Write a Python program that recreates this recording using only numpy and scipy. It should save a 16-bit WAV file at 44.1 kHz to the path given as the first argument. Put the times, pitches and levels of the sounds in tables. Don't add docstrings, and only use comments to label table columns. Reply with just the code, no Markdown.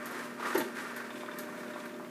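import sys
import numpy as np
from scipy import signal
from scipy.fft import rfft, irfft
from scipy.io import wavfile

SR = 44100
rng = np.random.default_rng(int(sys.argv[2]) if len(sys.argv) > 2 else 0)


def wrap_up_sound(samples):
    columns = np.atleast_2d(samples).T
    tamed = np.clip(columns, -1, 1)
    steps = np.round(tamed * 32767).astype(np.int16)
    wavfile.write(sys.argv[1], SR, steps)


def linear_from_db(decibels):
    return 10 ** (np.asarray(decibels, float) / 20)


N = 92610


def evened(x):
    return x / np.sqrt(np.mean(x ** 2) + 1e-20)


def slow(rate_hz):
    b, a = signal.butter(2, rate_hz, fs=SR)
    return evened(signal.lfilter(b, a, rng.standard_normal(N + SR))[SR:])


def hit_time():
    return np.arange(SR // 4) / SR


def shaped(x, points):
    hz = np.fft.rfftfreq(len(x), 1 / SR) + 1
    f, db = np.transpose(points)
    octaves_out = np.maximum(np.log2(f[0] / hz), 0) + np.maximum(np.log2(hz / f[-1]), 0)
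    colour_db = np.interp(np.log(hz), np.log(f), db) - 18 * octaves_out
    return evened(irfft(rfft(x) * linear_from_db(colour_db), len(x)))


def resonate(x, hz, width):
    turn = np.exp(2j * np.pi * np.cumsum(hz * np.ones(len(x))) / SR)
    r = np.exp(-np.pi * width / SR)
    return 2 * (turn * signal.lfilter([1 - r], [1, -r], x / turn)).real


def ring(modes, spread):
    t = hit_time()
    x = np.zeros(len(t))
    for hz, db, t60 in modes:
        detune, change = rng.uniform(-0.86, 1, 2)
        x += linear_from_db(db + 2 * change - 60 * t / t60) * np.sin(2 * np.pi * hz * (1 + spread * detune) * t)
    return x / abs(x).max()


def add(mix, s, sound):
    part = mix[max(round(s * SR), 0):][:len(sound)]
    part += sound[:len(part)]


def highpass(x, order, hz):
    return signal.sosfilt(signal.butter(order, hz, "high", fs=SR, output="sos"), x)


def buzz(hz, width):
    path_hz = hz + 0.15 * width * slow(3.1)
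    tone = np.sqrt(2) * np.sin(2 * np.pi * (np.cumsum(path_hz) / SR + rng.random()))
    fuzz = evened(resonate(resonate(rng.standard_normal(N), hz, width), hz, width))
    share = 0.65 * (width < 20)
    return share * tone + (1 - share) * fuzz


# multiple of 120 Hz, level in dB rms.
HUM_TONES = [(1, -73.5), (2, -50.5), (3, -90), (4, -68.5), (5, -52), (6, -85.5)]
# pitch in Hz, width in Hz, level in dB.
BUZZ_LINES = [(139.7, 1.5, -68), (172.2, 8.6, -64.5), (202, 21, -62.5), (269.4, 9.7, -55),
              (311.6, 8.2, -56.5), (352.8, 10.4, -51), (389, 14.2, -53.5), (420, 56, -64), (621, 49, -59)]
# frequency in Hz, level in dB per Hz.
FLOOR_COLOUR = [(60, -33.5), (105, -27), (140, -11.5), (240, -1.5), (700, -13.5), (1900, -18.5),
                (3500, -27.5), (15000, -33)]


def motor(load_db):
    t = np.arange(N) / SR
    strain = 1 / (1 + np.exp((t - 1.117) / 0.016))
    hum = np.zeros(N)
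    for k, db in HUM_TONES:
        strain_db = (-8 + 5 * slow(8.4)) * (k > 2) * strain
        level = np.sqrt(2) * linear_from_db(db + 0.7 * slow(3.1) + strain_db)
        hum += level * np.sin(2 * np.pi * (k * 120 * t + rng.random()))
    frame = sum(linear_from_db(db) * buzz(hz, width) for hz, width, db in BUZZ_LINES)
    floor = linear_from_db(-51.5 + 1.1 * slow(2.3)) * shaped(rng.standard_normal(N), FLOOR_COLOUR)
    return hum + frame * linear_from_db(0.084 * load_db - 4 * strain) + floor


def gritty(per_s, spread_db, share):
    size = linear_from_db(spread_db * np.minimum(rng.exponential(1, N), 5))
    contacts = size * (rng.random(N) < per_s / SR) * rng.choice([-1, 1], N)
    return share * evened(contacts) + (1 - share) * rng.standard_normal(N)


# frequency in Hz, level in dB per Hz.
RASP_COLOUR = [(200, -11), (400, 2.5), (800, -8.5), (1150, -6), (1800, -4), (2400, -10), (3000, -18),
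               (5000, -22.5)]
# frequency in Hz, level in dB per Hz.
HISS_COLOUR = [(2500, -2), (4500, -5.5), (8000, -7), (11500, -9), (14000, -17.5), (15300, -24)]
# pitch in Hz, width in Hz, level in dB.
DRUM_MODES = [(880, 10, -42), (958, 17, -0.5), (1042.5, 14, -3.5), (1198, 80, 0.5), (1385, 18, -4),
              (1560, 40, -2), (1805, 46, -3), (2275, 66, -6.5), (2720, 44, -18)]


def carding(level_db, hiss_db, centre_hz):
    teeth = shaped(gritty(2500, 2.43, 0.43), RASP_COLOUR)
    wander = evened(resonate(teeth, centre_hz, 220))
    drum = evened(sum(linear_from_db(db) * resonate(teeth, hz, w) / np.sqrt(w) for hz, w, db in DRUM_MODES))
    rasp = evened(teeth + linear_from_db(-12.5) * wander + linear_from_db(-3) * drum)
    hiss = shaped(gritty(2800, 2.6, 0.38), HISS_COLOUR)
    rasp_level = linear_from_db(level_db + 0.9 * slow(31))
    hiss_level = linear_from_db(level_db + hiss_db + 0.5 + 1.4 * slow(26))
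    return rasp_level * rasp + hiss_level * hiss


# start in seconds, peak level in dB.
PIN_SNAPS = [(0.0572, -38), (0.111, -43), (0.5486, -36.5), (0.5784, -29.5), (0.598, -39), (0.9631, -38),
             (1.3859, -34.5), (1.4083, -49), (1.7803, -60), (1.8555, -48.5), (1.9884, -55)]
# pitch in Hz, width in Hz, level in dB.
PIN_BANDS = [(12500, 1100, -6), (11200, 3500, -10), (8400, 2600, -11.5), (6700, 1400, -12),
             (4250, 1800, -11)]
# pitch in Hz, level in dB, 60 dB decay in seconds.
PIN_RING = [(12270, 5, 0.044), (11200, -9, 0.022), (8600, -16, .008)]


def snaps():
    out, t = np.zeros(N), hit_time()
    for s, db in PIN_SNAPS:
        crack_and_fizz = linear_from_db(-60 * t / 0.03) + linear_from_db(8 - 60 * t / 0.17)
        z = rng.standard_normal(len(t)) * crack_and_fizz
        steel = np.zeros(len(t))
        for k, (hz, width, band_db) in enumerate(PIN_BANDS):
            band = resonate(resonate(z, hz, width), hz, width) / np.sqrt(width)
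            steel += (-1) ** k * linear_from_db(band_db) * band
        add(out, s, linear_from_db(db) * (steel / abs(steel).max() + linear_from_db(-5) * ring(PIN_RING, 0.0076)))
    return out


# start in seconds, level in dB, pitch in Hz, length in seconds.
WOOL_SCUFFS = [(0.059, -46.5, 1280, 0.017), (0.393, -42, 900, 0.019), (.4, -44.5, 1500, 0.018),
               (0.421, -39, 1210, 0.033), (0.456, -37.5, 1240, 0.025), (0.453, -40, 1530, 0.01),
               (0.477, -41, 1050, 0.025), (0.5, -37, 1230, 0.013), (0.525, -37.5, 1420, 0.011),
               (0.751, -46, 1420, 0.022), (0.766, -40.5, 1540, 0.011), (0.779, -37.5, 1550, 0.023),
               (0.849, -46, 1600, 0.022), (0.958, -43, 1520, 0.04), (0.993, -45.5, 1500, 0.04),
               (1.042, -47.5, 1440, 0.027), (1.39, -47, 1820, 0.013), (1.63, -47, 1340, 0.01),
               (1.7, -44.5, 1520, 0.014), (1.855, -44, 1220, 0.012)]


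def scuffs():
    out, t = np.zeros(N), hit_time()
    for s, db, hz, length in WOOL_SCUFFS:
        z = rng.standard_normal(len(t))
        drag = evened(resonate(z, hz, 140)) + linear_from_db(-5) * shaped(z, RASP_COLOUR[2:])
        swell = np.minimum(t / length * 3, 1) * np.exp(-(t / length) ** 2)
        add(out, s, linear_from_db(db + 0.5) * drag * swell)
    return out


def knock(hz):
    head_s = 0.00065
    u = hit_time() - 2 * head_s
    head = -np.cos(2 * np.pi * hz * 0.95 * u + 0.6) * np.exp(-(u / head_s) ** 2)
    board = ring([(hz, 0, 0.05), (hz * 5 / 8, -3, 0.02), (hz * 3 / 8, -6, 0.04)], 0.01)
    return head + linear_from_db(-5) * np.clip(u / 0.0006, 0, 1) * board


# start in seconds, peak level in dB, pitch in Hz.
BOARD_KNOCKS = [(.118, -31, 960), (.309, -36, 926), (.694, -35, 961), (1.105, -37, 1180), (1.157, -39, 969),
                (1.2337, -28, 966), (1.2835, -33, 1300), (1.2875, -30, 1500), (1.2935, -35, 1750),
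                (1.489, -36, 1200), (1.526, -36, 915), (1.632, -40, 1150), (1.683, -37, 1080),
                (1.76, -28, 964), (1.7645, -39, 1550), (1.778, -37, 1250), (1.789, -37, 1200),
                (1.837, -38, 1370), (1.909, -38, 1260), (1.9973, -31, 1080), (2.0045, -36, 1200),
                (2.048, -39, 1790)]


def knocks():
    out = np.zeros(N)
    for s, db, hz in BOARD_KNOCKS:
        add(out, s, linear_from_db(db) * knock(hz))
    return out


# start in seconds, level in dB.
FRAME_BLOWS = [
    (0.548, -29),
    (0.554, -28),
    (0.5575, -23.5),
    (.58, -30),
    (0.604, -28.5),
    (.612, -30.5),
]
# pitch in Hz, level in dB, 60 dB decay in seconds.
BOARD_MODES = [(606.5, -3, 0.13), (900, 2, 0.055), (1153, -8, 0.084), (1790, 0, 0.027), (2840, -6, 0.03),
               (4230, -14, .02), (6340, -7.5, 0.019)]


def blows():
    out, t = np.zeros(N), hit_time()
    for s, db in FRAME_BLOWS:
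        puff = linear_from_db(-8 - 60 * t / 0.072) * shaped(rng.standard_normal(len(t)), RASP_COLOUR)
        add(out, s, linear_from_db(db) * (ring(BOARD_MODES, 0.028) * np.minimum(t / 0.0002, 1) + puff))
    return out


# start in seconds, level in dB, start pitch in Hz, sag in Hz,
# 60 dB decay in seconds.
FRAME_BOOMS = [
    (0.5495, -18, 376, 10, 0.04),
    (.567, -25.5, 375, 130, .17),
    (.596, -31, 356, 8, .22),
    (.651, -35, 385, 10, .12),
]
# pitch in Hz, level in dB, 60 dB decay in seconds.
FRAME_MODES = [(142, 1, 0.79), (216, 3, 0.85), (256.3, 2, 0.73), (330, -8, 0.36), (350, -6, 0.5),
               (379, -3, 0.32)]


def thump():
    out, t = np.zeros(N), hit_time()
    rise_s, sag_s = 0.008, 0.027
    rise = np.minimum(t / rise_s, 1)
    for s, db, top_hz, sag_hz, t60 in FRAME_BOOMS:
        hz = top_hz - sag_hz * (1 - np.exp(-(t / sag_s) ** 2))
        decay = linear_from_db(-60 * np.maximum(t - rise_s, 0) / t60)
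        boom = np.sin(2 * np.pi * np.cumsum(hz) / SR) * decay
        add(out, s, linear_from_db(db) * rise * (boom + linear_from_db(-16.5) * ring(FRAME_MODES, 0.0036)))
    return out


# start in
# seconds, peak level in dB.
LINK_TICKS = [(.611, -36.5), (1.058, -67), (1.106, -43), (1.1575, -43.5), (1.2094, -43), (1.2616, -47),
              (1.315, -46), (1.4363, -54), (1.4727, -65), (1.526, -57), (1.577, -51), (1.6303, -66),
              (1.6821, -47), (1.736, -44), (1.8029, -45), (1.8406, -52), (1.8936, -49), (1.9426, -49),
              (2.0468, -51)]
# pitch in Hz, level in dB, 60 dB decay in seconds.
LINK_MODES = [(3534, 18, 0.039), (3860, 10, 0.017), (2840, -3, 0.01), (2300, 2, .012), (1500, 3, 0.011),
              (4600, 0, .008)]


def chain():
    out, t = np.zeros(N), hit_time()
    grit_colour = [(900, -2), (2400, 0), (4200, -15), (8000, -29)]  # Hz, dB per Hz
    for s, db in LINK_TICKS:
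        grit = linear_from_db(-4.5 - 60 * t / 0.11) * shaped(rng.standard_normal(len(t)), grit_colour)
        add(out, s - 0.0007, linear_from_db(db + 1.5) * (ring(LINK_MODES, 0.043) + grit))
        add(out, s + 0.02, linear_from_db(db - 8) * ring(LINK_MODES, 0.054))
    return out


def room(x, t60):
    t = np.arange(SR // 3) / SR
    sparse = rng.choice([-1., 1.], len(t)) * (rng.random(len(t)) < 2000 / SR)
    taps = sparse * linear_from_db(-60 * t / t60) * (t > 0.004)
    dull = signal.lfilter([0.4], [1, -0.6], taps / np.linalg.norm(taps))
    return signal.fftconvolve(x, dull)[:N]


# time in seconds, rasp level in dB, hiss relative to it in dB, rasp centre in Hz.
EFFORT = [(0.0, -44.5, -17.5, 1410), (0.2, -41, -11.5, 1240), (0.36, -50, -14.5, 1300),
          (0.47, -36, -14, 1420), (0.54, -39.5, -11, 1370), (0.549, -36, -13, 1540),
          (0.68, -45, -11.5, 1320), (0.74, -48.5, -11.5, 1500), (0.78, -42, -10, 1520),
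          (0.83, -42, -12.5, 1430), (1.05, -45.5, -15.5, 1510), (1.2, -51.5, -6.5, 1380),
          (1.28, -46, -19, 1430), (1.43, -46.5, -16.5, 1430), (1.6, -47.5, -12.5, 1500),
          (1.72, -48.5, -15.5, 1380), (1.79, -47.5, -12, 1310), (2.1, -56, -20, 1200)]


def scene():
    t = np.arange(N) / SR
    s, *columns = np.transpose(EFFORT)
    level_db, hiss_db, centre_hz = (np.interp(t, s, c) for c in columns)
    machine = motor(level_db + 63) + carding(level_db, hiss_db, centre_hz)
    hits = highpass(snaps() + blows() + chain(), 4, 110)
    taps = highpass(scuffs() + knocks(), 2, 200)
    tail = room(linear_from_db(-4.5) * hits + linear_from_db(-9.5) * taps, 0.32)
    return (machine + hits + taps + thump() + tail)[None]


def low_pass(x):
    return signal.sosfilt(signal.butter(12, 16040, fs=SR, output="sos"), x)


def record(dry):
    edge = signal.firwin(401, 15450, window=("kaiser", 8), fs=SR)
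    mix = signal.oaconvolve(dry, edge[None], "same")
    return low_pass(mix)


dry = scene()
out = record(dry)
wrap_up_sound(out)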